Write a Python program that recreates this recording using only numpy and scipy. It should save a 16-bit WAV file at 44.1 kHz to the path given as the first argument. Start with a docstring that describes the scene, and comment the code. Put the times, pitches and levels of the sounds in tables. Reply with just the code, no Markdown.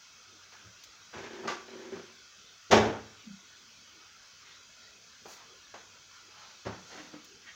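"""A small tiled kitchen, heard from the worktop: a wooden drawer judders out, hits its stop and slides back.
A cupboard door bangs shut and booms; lighter knocks, a low groan, a second slide and a short scrape follow.
Blows are noise dying between the walls plus ringing modes; slides are stick-slip pulses and rubbing noise.
Soft rustles and ticks fill the gaps, over a flickering hiss and a faint hum."""
import sys
import numpy as np
from scipy import signal
from scipy.fft import rfft, irfft, next_fast_len
from scipy.io import wavfile
from scipy.ndimage import uniform_filter1d, map_coordinates

SR = 44100
rng = np.random.default_rng(int(sys.argv[2]) if len(sys.argv) > 2 else 0)


def output_pcm(signal):
    """Save a mono or channel-first signal as 16-bit PCM at the path in sys.argv[1].

    Samples are clipped to [-1, 1] before scaling.
    """
    pcm = np.clip(np.atleast_2d(signal).T, -1, 1) * 32767
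    wavfile.write(sys.argv[1], SR, np.round(pcm).astype(np.int16))


N = 332955
TIME = np.arange(N) / SR  # the whole scene [s]
AGE = np.arange(SR) / SR  # one second since a blow [s]


def amp(db):
    """Decibels to gain."""
    return 10 ** (np.asarray(db) / 20)


def unit(x):
    """Scale to rms 1."""
    return x / np.sqrt(np.mean(x ** 2) + 1e-20)


def along(points, hz):
    """Read (frequency, value) points on a log frequency axis."""
    f, v = np.transpose(points)
    return np.interp(np.log(hz + 1), np.log(f), v)


def add(track, s, sound):
    """Mix a sound in at time s."""
    start = round(s * SR)
    track[start:start + len(sound)] += sound[:N - start]


def filtered(x, response):
    """x times a response of frequency."""
    m = next_fast_len(len(x) + SR // 4)
    hz = np.fft.rfftfreq(m, 1 / SR)
    return irfft(rfft(x, m) * response(hz), m)[:len(x)]


def resonate(x, peaks):
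    """x through parallel (frequency, width, level) resonances."""
    def response(f):
        total = 0
        for k, (centre, width, db) in enumerate(peaks):
            band = 1j * f * width / (centre * centre - f * f + 1j * f * width)
            total = total + (-1) ** k * amp(db) * band  # alternate signs between neighbours
        return total
    return filtered(x, response)


def noise(spectrum):
    """Steady coloured noise of rms 1."""
    return unit(filtered(rng.standard_normal(N), lambda hz: amp(along(spectrum, hz))))


def swell(start, rise, hold, fall_db_per_s):
    """Gain that grows to 1, holds, then dies at a steady rate."""
    age = TIME - start
    return np.clip(age / rise, 0, 1) ** 2 * amp(-fall_db_per_s * np.maximum(age - rise - hold, 0))


# how long the tiled room rings, before scaling by length: (frequency [Hz], 60 dB decay time [s])
ROOM = [(100, 0.67), (400, 0.41), (1500, 0.54), (3000, 0.47), (6000, 0.42), (12000, 0.41)]


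def dying(x, length):
    """Let each frequency of x die away between the tiled walls; length scales the room's decay times."""
    hz, t, z = signal.stft(x, SR, nperseg=512)
    t60 = max(length, .05) * along(ROOM, hz)[:, None]
    decay = np.exp(-np.log(1000) * t / t60)
    return signal.istft(z * decay, SR, nperseg=512)[1][:len(x)]


def in_room(x, wet_db):
    """x with the kitchen's echo, wet_db above the direct sound, at about the same power."""
    tail = dying(rng.standard_normal(SR), length=0.33)
    echo = signal.fftconvolve(x, tail / np.linalg.norm(tail))[:N]
    return (x + amp(wet_db) * echo) / np.hypot(1, amp(wet_db))


def blow(colour, tilt_db, contact, cut_hz, length, clatter_db=1.5, clatter_rate=220):
    """One blow heard across the room: reflections swell during the contact, arrive in clumps and die."""
    def shape(hz):
        tilt = tilt_db * np.log2(np.clip(hz, 80, 7000) / 700)
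        bass_cut = hz ** 2 / (hz ** 2 + cut_hz ** 2)
        return amp(along(colour, hz) + tilt) * bass_cut

    even = irfft(np.exp(2j * np.pi * rng.random(SR // 2 + 1)))  # flat spectrum, random phases
    unevenness = map_coordinates(rng.standard_normal(size=1000), [AGE * clatter_rate], order=1)
    clumps = amp(clatter_db * unevenness)
    near_walls = 1 + .5 * np.exp(-AGE / 0.026)  # the first reflections are the strongest
    onset = 1 - np.exp(-AGE / max(contact, 1e-4))
    return dying(unit(filtered(even * clumps, shape)), length) * near_walls * onset


def ring(modes, attack):
    """Decaying (frequency, level, decay time) sine modes of a struck part."""
    total = 0
    for hz, db, t60 in modes:
        total = total + amp(db - 60 * AGE / t60) * np.sin(2 * np.pi * (hz * AGE + rng.random()))
    return total * (1 - np.exp(-AGE / attack))


# how unsteady the hiss is: (frequency [Hz], spread [dB])
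FLICKER = [(100, 2), (400, 4.5), (900, 2.5), (2000, 5.5), (5000, 2)]


def patchy(x):
    """x with small patches of time and frequency a little louder or softer."""
    hz, t, z = signal.stft(x, SR, nperseg=1024)
    field = uniform_filter1d(rng.standard_normal(z.shape), size=4, axis=0)
    field = uniform_filter1d(field, size=7, axis=1)
    gain = amp(along(FLICKER, hz)[:, None] * unit(field))
    return unit(signal.istft(z * gain, SR, nperseg=1024)[1][:N])


# colour of the hiss: (frequency [Hz], relative level [dB per Hz])
HISS = [(25, -18.5), (40, -2.5), (60, -4.5), (100, -12.5), (165, -8), (232, -8), (301, -12.5), (420, -10.5),
        (800, -14), (1100, -8.5), (1410, -3.5), (1830, -10), (2200, -12), (4200, -5.5), (6300, -5),
        (15000, -7.5)]
# hollow resonances in the hiss: (frequency [Hz], width [Hz], relative level [dB])
WHISTLE = [(1443, 120, -1.5), (2052, 33, -3), (2217, 41, -0.5), (2580, 61, 1.5), (3135, 85, -0.5),
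           (3408, 44, 0.5), (4810, 90, -7.5), (5910, 180, -1.5)]


def background():
    """Flickering coloured noise, made slightly hollow by resonances, and a faint wavering hum."""
    hiss = amp(-51.5) * patchy(noise(HISS))
    hollow = amp(-62) * unit(resonate(rng.standard_normal(N), WHISTLE))
    hum = unit(resonate(rng.standard_normal(N), [(98.0, 4.8, 0)]))  # a narrow band of noise wavers
    return hiss + hollow + amp(-76.5) * hum


# faint handling rustles: (time [s], half length [s], centre [Hz], width [Hz], level [dB])
RUSTLES = [(0.335, 0.055, 315, 89.5, -65.5), (4.484, 0.088, 1950, 897, -56.5), (4.83, 0.086, 626, 150, -66),
           (5.317, 0.055, 12410, 9100, -40), (5.4, 0.043, 1030, 490, -55), (5.508, 0.06, 463, 129, -61),
           (6.418, 0.12, 990, 680, -55), (6.47, .15, 4500, 4100, -57.5), (6.94, .035, 500, 150, -53),
           (6.942, 0.16, 6850, 7000, -51)]


def rustles():
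    """Things are shifted softly: short swells of sparse friction grains through one resonance."""
    out = np.zeros(N)
    for s, half, hz, width, db in RUSTLES:
        grains = rng.standard_normal(N) * (rng.random(N) < .06)
        envelope = np.exp(-((TIME - s) / half) ** 2)
        out += amp(db) * envelope * unit(resonate(grains, [(hz, width, 0)]))
    return in_room(out, wet_db=2.5)


# lighter wooden knocks: (time [s], level before a trim [dB], brightness [dB per octave],
# contact [s], bass cut [Hz], echo length [times the room's])
KNOCKS = [(.516, -45, 1, 0.015, 900, 0.71), (0.644, -50, -6, 0.018, 40, 0.31),
          (1.137, -45, -1.5, .0005, 403, 1.1), (1.156, -47, -8, 0.0095, 40, 0.81),
          (1.434, -37.5, -2.5, 0.005, 200, 0.95), (1.473, -28.5, 2.5, 0.0053, 300, 0.76),
          (1.506, -38.5, 0.5, .002, 700, 1.1), (1.946, -40, -2, 0.0073, 60, 0.59),
          (5.255, -47, -1.5, 0.00044, 396, 1.2), (5.739, -43.5, 0.5, 0.0013, 304, 0.93),
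          (6.651, -39, 0, .003, 40.8, 1.17), (6.660, -34, -0.4, 0.0036, 40, 1),
          (7.134, -48.5, 1.5, .002, 78, 0.39)]
# colour of knocked wood: (frequency [Hz], relative level [dB per Hz])
WOOD = [(30, -26), (70, -12), (105, 0), (145, -4), (185, 5), (260, -2), (360, 2), (560, -1), (800, -1.5),
        (1150, -4.5), (1450, -5.5), (2100, -11.5), (3000, -16), (6500, -20.5), (15000, -27)]
# dull bumps that boom in the cupboard's cavity: (time [s], level before the mode levels [dB])
BUMPS = [(0.653, -53.5), (6.661, -40)]
# the cavity's modes: (frequency [Hz], relative level [dB], 60 dB decay time [s])
CAVITY = [(77, -3, .25), (108.3, 4.5, 0.26), (184, -3, 0.27)]
# the drawer's stop rings: (frequency [Hz], level [dB], 60 dB decay time [s])
STOP = [(945, -39.5, 0.26), (1158, -37.5, 0.46), (1177, -29, 0.19), (1470, -40, .3), (1560, -44, 0.35),
        (1557, -49, .45), (2010, -41, 0.23), (2770, -42, .2)]


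def knocks():
    """Doors and drawers are pulled, reach their stops and are pushed to: wooden blows, booms and a ring."""
    out = np.zeros(N)
    for s, db, tilt_db, contact, cut_hz, length in KNOCKS:
        add(out, s, amp(db - 3.5) * blow(WOOD, tilt_db, contact, cut_hz, length))
    for s, db in BUMPS:
        add(out, s, amp(db) * ring(CAVITY, attack=0.0082))
    add(out, 1.477, ring(STOP, attack=0.0032))
    return out


# tiny ticks: (time [s], starting level [dB])
TICKS = [(0.837, -35), (7.246, -38.5)]


def ticks():
    """Tiny sharp ticks close by: fast-dying treble noise with little echo."""
    out = np.zeros(N)
    for s, db in TICKS:
        treble = unit(np.diff(rng.standard_normal(SR + 1)))
        add(out, s, amp(db) * treble * np.exp(-AGE / 0.012))
    return in_room(out, wet_db=-19.0)


def stroke(start, length, growth_db_per_s, rise, fall_db_per_s):
    """Gain of one drawer movement, about 1 at its middle: it starts, grows or eases, and coasts to rest."""
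    age = np.maximum(TIME - start, 0)
    travel_db = growth_db_per_s * (np.minimum(age, length) - length / 2)
    return (1 - np.exp(-age / rise)) * amp(travel_db - fall_db_per_s * np.maximum(age - length, 0))


# a drawer is pulled or pushed: (time [s], length [s], judder level [dB], rubbing level [dB],
# judder growth [dB per s], rubbing growth [dB per s], drawer)
STROKES = [(1.128, 0.4, -45, -49, 14, -28, "first"), (1.656, 0.34, -46, -54, 9, 11, "first"),
           (6.893, 0.11, -56.5, -49, 143, 9, "second"), (7.114, 0.041, -52, -63.5, 10, -2, "second")]
# a drawer catches hard on its runners: (time [s], peak level before a lift [dB], drawer)
CATCHES = [(1.146, -42.5, "first"), (1.203, -46, "first"), (1.347, -47, "first"), (1.454, -38, "first"),
           (1.754, -42, "first"), (1.922, -35, "first"), (1.935, -38.5, "first"), (1.972, -43, "first"),
           (7.138, -42, "second")]
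# the first drawer's box: (frequency [Hz], width [Hz], relative level [dB])
DRAWER = [(237, 23.6, -5), (347.2, 24, -0.5), (407.5, 34, 0.5), (546, 40, -9.5)]
# the second drawer's box: (frequency [Hz], width [Hz], relative level [dB])
DRAWER_2 = [(181, 37, -10.5), (301, 9.6, 4.5), (502, 48, -13.5)]
# colour of the rubbing faces: (frequency [Hz], relative level [dB per Hz])
RUB = [(40, -18), (110, -12), (300, -7.5), (600, -1), (1100, -4.5), (1800, -2.5), (2600, -8.5), (3400, -10),
       (4500, -16.5), (6500, -16), (15000, -22.5)]
JUDDER_RISE_S, RUB_RISE_S = 0.036, 0.0071  # the hand gets the drawer moving
JUDDER_FALL_DB_PER_S, RUB_FALL_DB_PER_S = 142, 114.5  # it coasts to rest
# typical slips a second, unevenness of their gaps (log) and of their sizes
SLIP_RATE, SLIP_SCATTER, SLIP_SPREAD_DB = 110, .45, 4


def drawer(name, box):
    """Wood sticks and slips on the runners: uneven pulses drum on the drawer's box while the faces rub."""
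    judder, rubbing = np.zeros((2, N))
    for s, length, judder_db, rubbing_db, judder_growth, rubbing_growth, which in STROKES:
        if which == name:
            judder += amp(judder_db) * stroke(s, length, judder_growth, JUDDER_RISE_S, JUDDER_FALL_DB_PER_S)
            rubbing += amp(rubbing_db) * stroke(s, length, rubbing_growth, RUB_RISE_S, RUB_FALL_DB_PER_S)

    chance = rng.standard_normal((2500, 2))
    at = np.cumsum(np.exp(SLIP_SCATTER * chance[:, 0]) / SLIP_RATE)
    sizes = amp(SLIP_SPREAD_DB * chance[:, 1])
    slips = np.bincount((at * SR).astype(int), sizes, N)[:N]

    drum = unit(resonate(slips, box))
    # the steady pull of the hand evens out the judder
    drum /= np.sqrt(np.abs(uniform_filter1d(drum ** 2, size=1500)) + 0.066)
    drum *= judder
    thud = resonate(signal.unit_impulse(SR // 4), box)
    for s, db, which in CATCHES:
        if which == name:
            add(drum, s, amp(db + 5.5) * thud / np.abs(thud).max())

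    # each slip sheds a puff of friction noise
    grip = unit(signal.lfilter([1], [1, -np.exp(-1 / (0.012 * SR))], slips))
    rub = rubbing * unit(noise(RUB) * (1.1 + grip))
    return in_room(drum, wet_db=-6.5) + in_room(rub, wet_db=-9.5)


# the door hits its frame and rebounds: (time [s], level before a trim [dB],
# brightness [dB per octave], contact [s])
SLAM = [(2.703, -31.5, -5.5, .003), (2.710, -16.5, 3, 0.0054), (2.721, -13.5, 0.1, 0.0038),
        (2.732, -27, -3, 0.0041), (2.766, -20.5, -3, .005), (2.856, -25.5, -2.5, 0.00786)]
# colour of the slam: (frequency [Hz], relative level [dB per Hz])
SLAM_COLOUR = [(30, -30), (70, -6.5), (120, -15), (250, -10.5), (340, -5), (480, -1.5), (680, -3.5),
               (800, -4), (1050, -11.5), (1500, -11.8), (2400, -18), (3400, -19), (4700, -27),
               (6200, -25.5), (15000, -33)]
# the cupboard's panels and cavity: (frequency [Hz], relative level [dB], 60 dB decay time [s])
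CARCASS = [(108.2, -7, 0.67), (184.7, -27, 0.6), (217.6, 1, 0.5), (273, -8, 0.58), (346.3, -7.5, .48),
           (379, -2, .42), (413.4, 3, 0.45), (449, -7.5, 0.58), (569, -16, 0.62), (738, -8, 0.42),
           (784, -12.5, 0.46), (824, -7, 0.38), (903, -2.5, 0.412), (1119, -8.5, .42), (1308, -14.5, 0.36),
           (1495, -11.5, 0.43), (1540, -13.5, .42), (2030, -21.5, 0.57), (2296, -15, .42),
           (2600, -22, 0.32), (3120, -19.5, 0.33), (3483, -9, 0.19), (4930, -15.5, 0.3), (5550, -12, .3)]


def door():
    """The door hits its frame, rebounds and settles; the main blow sets the whole cupboard ringing."""
    out = np.zeros(N)
    for s, db, tilt_db, contact in SLAM:
        add(out, s, amp(db - 4.0) * blow(SLAM_COLOUR, tilt_db, contact, cut_hz=68, length=0.98))
    # keeps the boom free of rumble below about 70 Hz
    rumble_cut = signal.butter(2, 70, "highpass", fs=SR, output="sos")
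    boom = signal.sosfilt(rumble_cut, ring(CARCASS, attack=0.011))
    add(out, 2.721, amp(-18.5) * boom)
    return out


GROAN_S, GROAN_DB = 3.234, -49  # start, level about which it flutters
GROAN_RISE_S, GROAN_HOLD_S, GROAN_FALL_DB_PER_S = 0.043, 0.052, 380
GROAN_START_HZ, GROAN_REST_HZ, GROAN_SINK_S = 339, 194, 0.025
FLUTTER_HZ, FLUTTER_DB = 30, 6  # rate, swing either way


def groan():
    """A soft low sine tone that swells, sinks to a resting pitch and flutters in level."""
    age = np.maximum(TIME - GROAN_S, 0)
    hz = GROAN_REST_HZ + (GROAN_START_HZ - GROAN_REST_HZ) * np.exp(-age / GROAN_SINK_S)
    tone = unit(np.sin(2 * np.pi * np.cumsum(hz) / SR))
    flutter_db = FLUTTER_DB * np.cos(2 * np.pi * FLUTTER_HZ * (age - GROAN_RISE_S))
    envelope = swell(GROAN_S, GROAN_RISE_S, GROAN_HOLD_S, GROAN_FALL_DB_PER_S)
    return in_room(amp(GROAN_DB + flutter_db) * envelope * tone, wet_db=-7)


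# a plastic bowl's wall resonances: (frequency [Hz], width [Hz], relative level [dB])
BOWL = [(1010, 660, -14.5), (1950, 190, 1.5), (2240, 92, 2), (2850, 740, -8.5)]
SCRAPE_S, SCRAPE_DB = 7.447, -43.5
SCRAPE_RISE_S, SCRAPE_HOLD_S, SCRAPE_FALL_DB_PER_S = 0.0307, 0.011, 550


def scrape():
    """A plastic bowl scuffs briefly: spiky friction through its wall resonances."""
    grains = rng.standard_normal(N) * (rng.random(N) < .05)
    level = amp(SCRAPE_DB) * swell(SCRAPE_S, SCRAPE_RISE_S, SCRAPE_HOLD_S, SCRAPE_FALL_DB_PER_S)
    return in_room(level * unit(resonate(grains, BOWL)), wet_db=2)


def scene():
    """Everything in the kitchen, in mono."""
    drawers = drawer("first", DRAWER) + drawer("second", DRAWER_2)
    handling = rustles() + knocks() + ticks()
    return (background() + handling + drawers + door() + groan() + scrape())[None]


# the microphone's response: (frequency [Hz], level [dB])
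MICROPHONE = [(25, -15), (50, -5.5), (80, -1), (6500, -0.5), (7200, -8.5), (8200, -21), (10000, -26.5),
              (13800, -30.5), (14900, -16), (15800, -17.5)]
TOP_HZ = 15850


def record(dry):
    """A small microphone, dull in the treble, with a steep band limit."""
    return filtered(dry[0], lambda hz: amp(along(MICROPHONE, hz)) * (hz < TOP_HZ))[None]


dry = scene()
out = record(dry)
output_pcm(out)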